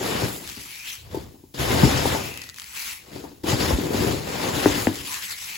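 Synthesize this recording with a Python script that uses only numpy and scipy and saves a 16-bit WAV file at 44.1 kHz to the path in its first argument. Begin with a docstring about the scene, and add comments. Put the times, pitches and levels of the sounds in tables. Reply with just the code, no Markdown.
"""Foam packing peanuts are scooped by hand from a cardboard box right beside the microphone.
Each scoop is a swarm of tiny random foam contacts, which also shakes the near box wall; blows on the cardboard
are falling chirps with a ring and a crack. Handfuls dropped into a second, farther box patter as dense contacts
coloured by its hollow; dragged foam sounds narrow gliding bands. A short decaying echo and faint coloured
noise make the small quiet room."""
import sys
import numpy as np
from scipy import signal
from scipy.fft import rfft, irfft, next_fast_len
from scipy.io import wavfile
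from scipy.ndimage import uniform_filter1d, map_coordinates

SR = 44100
rng = np.random.default_rng(int(sys.argv[2]) if len(sys.argv) > 2 else 0)


def persist_wave(psi):
    """Save psi, clipped to +-1, as 16-bit WAV."""
    counts = np.round(np.clip(psi, -1, 1) * 32767).astype(np.int16)
    wavfile.write(sys.argv[1], SR, np.atleast_2d(counts).T)


N = 245989

# All levels in the tables are relative.
# Strokes of the hand through the near box. Each row: start in seconds, length in seconds, rise in seconds,
# rustle in dB, pressure on the wall in dB, lean of the arm in dB, crunch over the rustle in dB.
STROKES = [(-0.05, .28, 0.091, -35.5, 4, -6, 2), (.434, 0.16, 0.046, -54.5, -0.5, 4, -15.5),
           (0.964, .18, 0.12, -59, -2, 18, 2.5), (1.097, 0.065, .046, -51, 11.5, -1.5, 3),
           (1.538, 0.034, .0059, -44.5, 2, -12, -7), (1.572, .58, .033, -33.5, 1.5, 2, 2),
           (1.674, 0.19, 0.039, -38.5, 11, -2.5, 4.5), (2.983, 0.14, 0.11, -55.5, 1, -8.5, -0.5),
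           (3.101, 0.065, 0.051, -49, 9.5, -10, -8), (3.214, .035, 0.023, -62, 13, 0, 10),
           (3.433, .033, .005, -44.5, 9.5, -6, -7), (3.451, 0.057, 0.031, -32.5, 3.5, -3, 1.5),
           (3.558, 0.14, 0.063, -33.5, 6, -6.5, 2), (3.767, 0.27, 0.06, -46, 15.5, -12, 5),
           (3.913, 0.2, 0.042, -37, 10, -2, 2), (4.144, 0.33, 0.29, -36.5, 4, -7.5, 4),
           (4.402, .3, 0.024, -55.5, 17, -18, 14), (4.516, 0.27, 0.039, -33.5, -0.5, -2.5, -0.5),
           (4.833, 0.17, 0.029, -53, 7, 0, 2)]
# Colour of packed foam. Each row: frequency in Hz, density in dB per Hz.
FOAM_COLOUR = [(500, -25.5), (1200, -1), (5200, -0.5), (5900, -4), (7200, -3.5), (11000, -7),
               (16000, -13.5)]
# Colour of foam grinding on cardboard. Each row: frequency in Hz, density in dB per Hz.
CRUNCH_COLOUR = [(250, -15), (500, 7), (780, 0.5), (1300, -4.5), (1900, -5), (3000, -9.5), (7000, -33)]
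# Colour of the bumped near panel. Each row: frequency in Hz, density in dB per Hz.
WALL_COLOUR = [(60, -29.5), (130, -1.5), (200, -1), (290, 4), (380, 0), (520, -5), (750, -19), (1500, -29)]
# Colour of the panel swaying under the arm. Each row: frequency in Hz, density in dB per Hz.
SWAY_COLOUR = [(30, -32), (45, 3.5), (68, 12), (140, 10), (190, -23), (350, -40)]
# Blows on the cardboard. Each row: start in seconds, level in dB, nominal panel pitch in Hz,
# top of the crack in Hz, flap rattle over the blow in dB.
KNOCKS = [(0.222, -13, 354, 1500, -24), (0.231, -14, 120, 1490, -26), (0.571, -30, 223, 1500, -18.5),
          (1.145, -16.5, 396, 1200, -10.5), (1.171, -16.5, 320, 1200, -19.5), (1.342, -34, 300, 700, -17),
          (1.437, -34, 351, 700, -18.5), (1.831, 0, 125, 500, -17.5), (1.875, -9.5, 200, 900, -25),
          (2.046, -14.5, 289, 1000, -18), (2.055, -7.5, 350, 1400, -12.5), (2.068, -17.5, 260, 1000, -26),
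          (2.148, -17.5, 555, 1290, -6.5), (0.011, -16.5, 370, 900, -19), (3.16, -22.5, 314, 1200, -14),
          (3.239, -27.5, 300, 1500, -5.5), (3.44, -18.5, 290, 900, -14), (3.527, -10, 122, 1200, -19),
          (3.707, -9, 470, 900, -15), (3.723, -9.5, 62, 900, -25), (3.785, -13, 268, 706, -27),
          (3.944, -14, 282, 1000, -18), (4.486, -22.5, 660, 1500, 0.5), (4.658, -1, 328, 1800, -18.5),
          (4.8704, -2, 242.6, 3500, -24)]
# Ringing modes of the near box. Each row: frequency in Hz, level in dB, decay by 60 dB in seconds.
BOX_MODES = [(99.4, 3, 0.2), (139.6, -5, 0.43), (194, 4, 0.11), (252.7, 2.5, 0.18), (282.3, 3.5, 0.46),
             (320.6, 2.5, 0.22), (401.4, 4.5, 0.091)]
# Resonances of the stiff cardboard face, lowest first. Each row: frequency in Hz, width in Hz, level in dB.
FACE_MODES = [(875, 140, -4.5), (1880, 400, 4), (2400, 800, 3)]
# Colour of the loose flap rattling after a blow. 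Each row: frequency in Hz, density in dB per Hz.
FLAP_COLOUR = [(250, -30), (420, 3), (600, -5.5), (880, 6.5), (1120, -12), (1900, -25)]
# Handfuls let go over the far box. Each row: start in seconds, length in seconds, loose rustle in dB,
# hollow hiss in dB.
HANDFULS = [(0.402, 0.27, -44, -51), (0.668, 0.14, -43.5, -49), (0.819, 0.11, -39, -45),
            (2.209, 0.082, -43, -41), (2.321, 0.15, -49.5, -62), (2.532, 0.22, -47, -49.5),
            (2.727, 0.19, -38, -39), (4.912, 0.098, -40, -64), (5.019, 0.1, -37, -44.5),
            (5.096, 0.055, -34, -40), (5.193, 0.049, -35.5, -48.5), (5.26, 0.062, -36.5, -49),
            (5.364, 0.099, -37.5, -49.5), (5.45, 0.16, -44, -38.5)]
# Colour of loose peanuts, thinner than packed ones. Each row: frequency in Hz, density in dB per Hz.
LOOSE_COLOUR = [(100, -9), (600, -17), (900, -7.5), (2000, -2), (4500, -0.5), (7200, -2), (11000, -3.5),
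                (16000, -8.5)]
# Colour of the far box's hollow. Each row: frequency in Hz, density in dB per Hz.
HOLLOW_COLOUR = [(600, -14), (900, -5.5), (1450, -9.5), (1900, 1.5), (2500, 4.5), (3600, -7.5),
                 (12000, -5.5)]
# Foam dragged over cardboard. Each row: start in seconds, length in seconds, level in dB, first pitch in Hz,
# last pitch in Hz, width in Hz.
RUBS = [(0.689, 0.22, -51, 2250, 2590, 302), (0.833, 0.066, -46, 2800, 3080, 650),
        (2.19, 0.22, -50.5, 2720, 2580, 330), (2.314, 0.18, -55, 2020, 1927, 170),
        (4.401, 0.15, -39, 752, 646, 400), (5.05, 0.11, -45.5, 950, 1052, 380),
        (5.105, 0.06, -46.5, 1750, 1706, 350), (5.208, 0.033, -46, 1950, 2026, 240),
        (5.277, 0.3, -56.5, 2020, 2620, 260)]
# Light contacts skimming over the foam. Each row: start in seconds, length in seconds, level in dB.
SKIMS = [(.24, .13, -38), (2.024, 0.028, -38), (4.737, 0.11, -36)]
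# Colour of the skims' fine fizz. Each row: frequency in Hz, density in dB per Hz.
FIZZ_COLOUR = [(2000, -36), (4500, -12), (7500, 7), (11000, 5.5), (16000, 3.5)]
# Single peanuts snapping or landing. Each row: start in seconds, level in dB.
TICKS = [(0.4757, -21), (0.491, -21.5), (0.4983, -19), (2.3409, -22), (2.375, -16), (2.393, -28),
         (2.418, -18.5), (2.4384, -23.5), (2.4414, -27), (2.4697, -31), (2.491, -23), (2.498, -22),
         (2.5436, -27), (2.562, -30), (2.585, -21), (2.598, -19), (2.619, -22), (2.6425, -23.5),
         (2.6708, -33.5), (3.489, -27), (4.956, -19)]
# Decay of the room. Each row: frequency in Hz, decay by 60 dB in seconds.
ROOM_DECAY = [(150, 0.092), (1500, 0.12), (12000, 0.019)]
# Colour of the room's background noise. Each row: frequency in Hz, density in dB per Hz.
AIR_COLOUR = [(20, -4), (70, 3), (200, -8), (600, -18), (1400, -28), (16000, -18)]
# Likeness of left and right, by turns in step and opposed in the treble. 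Each row: frequency in Hz,
# likeness (limited to -1..1 in use).
ALIKE = [(100, 0.92), (300, 1), (520, -0.43), (950, 0.21), (1400, -0.26), (2400, 0.34), (4000, 0.53),
         (5700, 0.29), (6500, 0.76), (7400, 1), (8300, -1), (9600, -1.8), (10400, 1), (11900, 0.081),
         (12700, -0.74), (13900, -0.91), (14600, 1)]
# Balance of the stereo pair. Each row: frequency in Hz, lift of the left over the right in dB.
LEFT = [(40, -0.5), (130, 4), (2000, 4.5), (5500, 5), (6800, 0)]

RUMBLE_DB, SWAY_DB = 1, 4  # the wall's answer to pressure and lean
# the heap settles after each stroke
RUSTLE_FALL_DB_PER_S, CRUNCH_FALL_DB_PER_S, WALL_FALL_DB_PER_S = 83, 97.5, 85.5
BODY_HZ, BODY_FALL_DB_PER_S = 2400, 99  # the rustle below this pitch dies sooner
SQUEAK_DB, SQUEAK_S, SQUEAK_HZ = -11.5, 0.018, 3398  # chirps against the foam swarm, life of one, usual pitch
CRACK_DB, RING_DB = -7.5, -19.5  # against the blow
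RING_DETUNE, RING_SCATTER_DB = 0.032, 2.5  # the shifting load retunes the box at each blow
FLAP_T60_S = 0.12
OPEN_S, TRICKLE_DB_PER_S = 0.044, 167  # the fingers open; the last pieces fall
TOP_HZ = 15900  # band limit


def digging():
    """Shared excitation: each stroke stirs the foam, and its pressure makes the near wall rumble and sway."""
    _, _, _, dig_db, pressure_db, lean_db, grind_db = np.transpose(STROKES)
    push_db = dig_db + pressure_db
    rustle_db = strokes(dig_db, RUSTLE_FALL_DB_PER_S)
    body_db = strokes(dig_db, BODY_FALL_DB_PER_S)
    crunch_db = strokes(dig_db + grind_db, CRUNCH_FALL_DB_PER_S)
    rumble_db = strokes(push_db + RUMBLE_DB, WALL_FALL_DB_PER_S)
    sway_db = strokes(push_db + lean_db + SWAY_DB, WALL_FALL_DB_PER_S)
    return foam(rustle_db, body_db, crunch_db) + wall(rumble_db, sway_db)


def foam(rustle_db, body_db, crunch_db, squeeze=0.11):
    """Granular friction: peanuts rub, squeak and catch in clumps; harder digging makes more contacts."""
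    rate = 2600 * amp(.5 * (rustle_db - rustle_db.max()))
    crackle = contacts(rate, scatter_db=1.5, t60=0.012)
    rubbing = amp(2.5) * contacts(5 * rate, scatter_db=0.5, t60=0.0094)
    grit = amp(-8.0) * contacts(rate / 9, scatter_db=2.5, t60=0.0035)
    clumps_db = 0.57 * wobble(70)

    mixture = patchy(crackle + rubbing + grit, depth_db=2.0)
    swarm = spread(mixture + amp(SQUEAK_DB) * squeaks(), FOAM_COLOUR)
    body = lows(swarm, BODY_HZ, 6)
    rustle = amp(clumps_db + 3.0) * (amp(body_db) * body + amp(rustle_db) * (swarm - body))

    # foam grinding on cardboard is dull when brushed and gains overtones when squeezed hard
    grind = spread(contacts(rate, scatter_db=1.5, t60=0.013), CRUNCH_COLOUR)
    dull = lows(grind, 1150, 10)
    force = amp(squeeze * (crunch_db - crunch_db.max()))
    crunch = amp(crunch_db + clumps_db + 1.0) * (dull + force * (grind - dull))
    return rustle + crunch


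def squeaks(rate=170, scatter=0.22, glide=0.065, scatter_db=3):
    """Stick-slip: foam sticks and slips in brief gliding chirps around a usual pitch; rms 1."""
    at = np.flatnonzero(rng.random(N) < rate / SR)
    detune, slide, size_db, *phases = rng.standard_normal((len(at), 5)).T[..., None]
    k = np.arange(int(SQUEAK_S * SR))
    age = k / len(k)
    pitch_hz = SQUEAK_HZ * np.exp(scatter * detune)
    cycles = pitch_hz * k / SR * (1 + glide * slide * age)
    swell = amp(scatter_db * np.clip(size_db, -2, 2)) * np.sqrt(age) * (1 - age) ** 2
    places = (at[:, None] + k).ravel()
    channels = []
    for phase in phases:  # one random set of phases for each side
        chirps = swell * np.sin(2 * np.pi * (cycles + phase))
        channels.append(np.bincount(places, chirps.ravel(), N)[:N])
    return unit(np.array(channels))


def wall(rumble_db, sway_db, lump_db=1.0):
    """Panel modes: bumps make lower and upper modes rumble in separate lumps, and the arm makes it sway."""
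    panel = spread(contacts(900, scatter_db=2.0, t60=0.023), WALL_COLOUR)
    low = lows(panel, 260, 6)
    lumps = sum(amp(lump_db * wobble(25)) * part for part in (low, panel - low))
    sway = spread(contacts(500, scatter_db=-0.5, t60=0.014), SWAY_COLOUR)
    return amp(rumble_db) * lumps + amp(sway_db - 4.5) * sway


def knocks():
    """Impact on a plate: each blow bends the panel, rings the box and cracks, the crack growing with force."""
    out, t = np.zeros((2, N + SR)), np.arange(SR // 3) / SR
    for start, db, hz, top_hz, _ in KNOCKS:
        hardness = amp(0.56 * db)
        crack = hardness * amp(CRACK_DB) * face_crack(t, hardness, top_hz)
        blow = panel_flex(t, hz, hardness) + box_ring(t) + crack
        out[:, round(start * SR):][:, :len(t)] += amp(db - 4.5) * blow
    return out[:, :N]


def panel_flex(t, hz, hardness, glide=4.24, glide_cycles=0.41, swell_cycles=0.98):
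    """Dispersion: bending waves arrive highs first, a falling chirp that starts lower after softer blows."""
    cycles = hz * t
    extra_cycles = hardness * glide * glide_cycles * (1 - np.exp(-cycles / glide_cycles))
    phase = 0.926 * cycles + extra_cycles
    swell = cycles / swell_cycles
    return (swell * np.exp(1 - swell)) ** 1.74 * np.sin(2 * np.pi * phase)


def box_ring(t):
    """Modal decay: the struck box rings as damped sines, retuned together at each blow."""
    tuning = np.exp(rng.normal(0, RING_DETUNE))
    ring = 0
    for hz, db, t60 in BOX_MODES:
        gain = amp(db + rng.normal(0, RING_SCATTER_DB) - 60 * t / t60)
        ring += gain * np.sin(2 * np.pi * (tuning * hz * t + rng.random()))
    return ring * amp(RING_DB) * (1 - np.exp(-t / 0.0006))  # soft onset


def face_crack(t, hardness, top_hz, direct_db=15):
    """Resonance of a stiff face: its modes are struck once and by a noise burst; softer blows lose overtones."""
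    face = 0
    for k, (hz, width_hz, db) in enumerate(FACE_MODES):
        decay = np.exp(-np.pi * width_hz * t)
        face += amp(db) * hardness ** (2 * k) * decay * np.sin(2 * np.pi * hz * t)
    scattered = signal.fftconvolve(burst(t60=0.0089), face[None], axes=1)[:, :len(t)]
    crack = (amp(direct_db) * face + scattered) / np.linalg.norm(face)
    return signal.sosfilt(signal.butter(N=4, Wn=top_hz, fs=SR, output="sos"), crack)


def flap():
    """Repeated impact: each blow leaves a loose flap rattling, a rough band with no clear pitch."""
    levels_db = np.array([db + rattle_db for _, db, *_, rattle_db in KNOCKS])
    shapes = [gesture(start, 0.0033, 0.0026, 60 / FLAP_T60_S) for start, *_ in KNOCKS]
    rattle = spread(contacts(1500, scatter_db=1.5, t60=0.094), FLAP_COLOUR)
    return amp(together(levels_db, shapes) - 6.0) * rattle


def tumbling(clump_db=1.0):
    """Granular collision: peanuts let go from the hand brush and click against each other."""
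    brushing = contacts(7000, scatter_db=3.5, t60=0.0038)
    clicks = amp(-8.0) * contacts(900, scatter_db=3.5, t60=0.0034)
    level_db = handfuls(np.transpose(HANDFULS)[2]) + clump_db * wobble(90)
    return amp(level_db + 2.0) * spread(patchy(brushing + clicks, depth_db=2.5), LOOSE_COLOUR)


def pours():
    """Cavity colouring: falling handfuls patter densely in the hollow of the far box."""
    patter = spread(contacts(3000, scatter_db=2.5, t60=0.0081), HOLLOW_COLOUR)
    return amp(handfuls(np.transpose(HANDFULS)[3])) * patter


def rubs(rough_db=1.5):
    """Friction-driven resonance: dense slips ring one narrow band, which glides as the contact slides along."""
    out, t = np.zeros((2, N)), np.arange(N) / SR
    for start, length, db, first_hz, last_hz, width_hz in RUBS:
        noise = rng.standard_normal((2, 2, N))
        slips = filtered(noise, lambda hz: 1 / (1 + (hz / width_hz) ** 2) ** 2)
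        pitch_hz = np.interp(t, [start, start + length], [first_hz, last_hz])
        phase = 2 * np.pi * np.cumsum(pitch_hz) / SR
        band = unit(slips[0] * np.cos(phase) + slips[1] * np.sin(phase))
        out += amp(db) * gesture(start, length, OPEN_S, TRICKLE_DB_PER_S) * band
    return np.std(out) * amp(rough_db * wobble(80)) * spread(out, LOOSE_COLOUR)


def skims():
    """Light friction: very short contacts add a brief, fine fizz."""
    shapes = [gesture(start, length, OPEN_S, TRICKLE_DB_PER_S) for start, length, _ in SKIMS]
    level_db = together(np.transpose(SKIMS)[2], shapes)
    return amp(level_db) * spread(contacts(4000, scatter_db=2, t60=0.0028), FIZZ_COLOUR)


def ticks(ring_db=-7):
    """Single impact: a peanut clicks above the swarm, a dry snap with a fainter, longer ring."""
    out = np.zeros((2, N + SR))
    for start, db in TICKS:
        snap, ring = unit(burst(t60=0.0055)), unit(burst(t60=0.022))
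        click = amp(db) * (snap + amp(ring_db) * ring)
        out[:, round(start * SR):][:, :click.shape[1]] += click
    out = out[:, :N]
    return amp(-29.5) * np.std(out) * spread(out, FOAM_COLOUR)


def room(x):
    """Reverberation: after 5 ms the room answers, and each frequency dies at its own speed."""
    hz, t, z = signal.stft(rng.standard_normal((2, SR // 2)), SR, nperseg=256)
    decay = amp(-60 * t / along(ROOM_DECAY, hz)[:, None])
    tail = signal.istft(z * decay, SR, nperseg=256)[1]
    delayed = np.pad(x, ((0, 0), (SR // 200, 0)))
    return signal.fftconvolve(delayed, tail / np.linalg.norm(tail[0]), axes=1)[:, :N]


def air():
    """Stationary noise: the room's faint rumble is coloured random noise."""
    return amp(-55.5) * spread(rng.standard_normal((2, N)), AIR_COLOUR)


def contacts(rate, scatter_db, t60, count=12):
    """Random impacts, rms 1: rate contacts a second of uneven size, on count differently ringing pieces."""
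    at = np.flatnonzero(rng.random(N) < rate / SR)
    size = amp(scatter_db * np.clip(rng.standard_normal(N), -2, 2))
    size = (size * rng.choice([-1, 1], N) / np.sqrt(rate))[at]
    piece = rng.integers(count, size=N)[at]
    out = np.zeros((2, N))
    for k in range(count):
        blows = np.bincount(at[piece == k], size[piece == k], N)
        out += signal.oaconvolve(blows[None], burst(t60), axes=1)[:, :N]
    return unit(out)


def burst(t60):
    """Impulse response: the brief, dense ring of one contact, different at each microphone."""
    t = np.arange(SR // 16) / SR
    return rng.standard_normal((2, len(t))) * amp(-60 * t / t60)


def patchy(pair, depth_db):
    """Spectral fluctuation: pieces of different size take turns, so the colour shifts from moment to moment."""
    z = signal.stft(pair, nperseg=512)[2]
    field = rng.standard_normal(z.shape[1:])
    for axis in (0, 1):  # smooth over frequency, then time
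        field = uniform_filter1d(field, size=7, axis=axis)
    return signal.istft(z * amp(depth_db * unit(field)), nperseg=512)[1][:, :N]


def gesture(start, length, rise, fall_db_per_s):
    """Envelope of one movement: gain rises, holds and falls exponentially, ending a second after the hold."""
    first, last = max(int(start * SR), 0), min(int((start + length + 1) * SR), N)
    t, gain = np.arange(first, last) / SR - start, np.zeros(N)
    gain[first:last] = np.clip(t / rise, 0, 1) * amp(-fall_db_per_s * np.maximum(t - length, 0))
    return gain


def together(levels_db, shapes):
    """Incoherent addition: level in dB of overlapping movements, whose powers add."""
    return 10 * np.log10(amp(levels_db) ** 2 @ np.square(shapes) + 1e-12)


def strokes(levels_db, fall_db_per_s):
    """Incoherent addition: level in dB of one layer through all the strokes."""
    return together(levels_db, [gesture(*row[:3], fall_db_per_s) for row in STROKES])


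def handfuls(levels_db):
    """Incoherent addition: level in dB of one layer through all the handfuls leaving the fingers."""
    shapes = [gesture(start, length, OPEN_S, TRICKLE_DB_PER_S) for start, length, *_ in HANDFULS]
    return together(levels_db, shapes)


def spread(pair, colour):
    """Partial coherence: two signals become a coloured stereo pair whose middle has rms 1."""
    def mid_side_gains(hz):
        turn = np.arccos(np.clip(along(ALIKE, hz), -1, 1)) / 2
        return amp(along(colour, hz)) * [np.cos(turn), np.sin(turn)]

    mid, side = filtered(pair, mid_side_gains)
    return np.array([mid + side, mid - side]) / np.std(mid)


def filtered(x, response):
    """Linear filtering: the spectrum of x times a response of frequency."""
    m = next_fast_len(N + SR // 2)
    return irfft(rfft(x, m) * response(np.fft.rfftfreq(m, 1 / SR)), m)[..., :N]


def lows(x, edge_hz, power):
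    """Low-pass filtering: the gain is one half at the edge and falls faster with a higher power."""
    return filtered(x, lambda hz: 1 / (1 + (hz / edge_hz) ** power))


def wobble(rate):
    """Slow random modulation: a smooth curve through rate random knots a second."""
    knots = rng.standard_normal(int(N * rate / SR) + 4)
    return map_coordinates(knots, [np.arange(N) * rate / SR])


def along(points, hz):
    """Logarithmic pitch scale: (Hz, value) points interpolated on a log axis."""
    f, v = np.transpose(points)
    return np.interp(np.log(hz + 1), np.log(f + 1), v)


def amp(db):
    """Level law: decibels to amplitude gain."""
    return 10 ** (np.asarray(db) / 20)


def unit(x):
    """Power normalisation: x scaled to rms 1."""
    return x / np.sqrt(np.mean(x ** 2) + 1e-20)


def scene():
    """Superposition: both boxes, a little to the left, add to their reverberation and the room's faint rumble."""
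    near_box = digging() + knocks() + flap()
    boxes = near_box + tumbling() + pours() + rubs() + skims() + ticks()
    mixed = boxes + amp(-16.5) * room(boxes) + air()
    return filtered(mixed, lambda hz: amp(np.outer([.5, -.5], along(LEFT, hz))))


def record(dry, low_cut_hz=27):
    """Band limiting and saturation: the deepest bass is lost, peaks clip at full scale, the top is cut off."""
    thinned = filtered(dry, lambda hz: 1 - 1 / (1 + (hz / low_cut_hz) ** 4))
    return filtered(np.clip(thinned, -1, 1), lambda hz: hz < TOP_HZ)


dry = scene()
out = record(dry)
persist_wave(out)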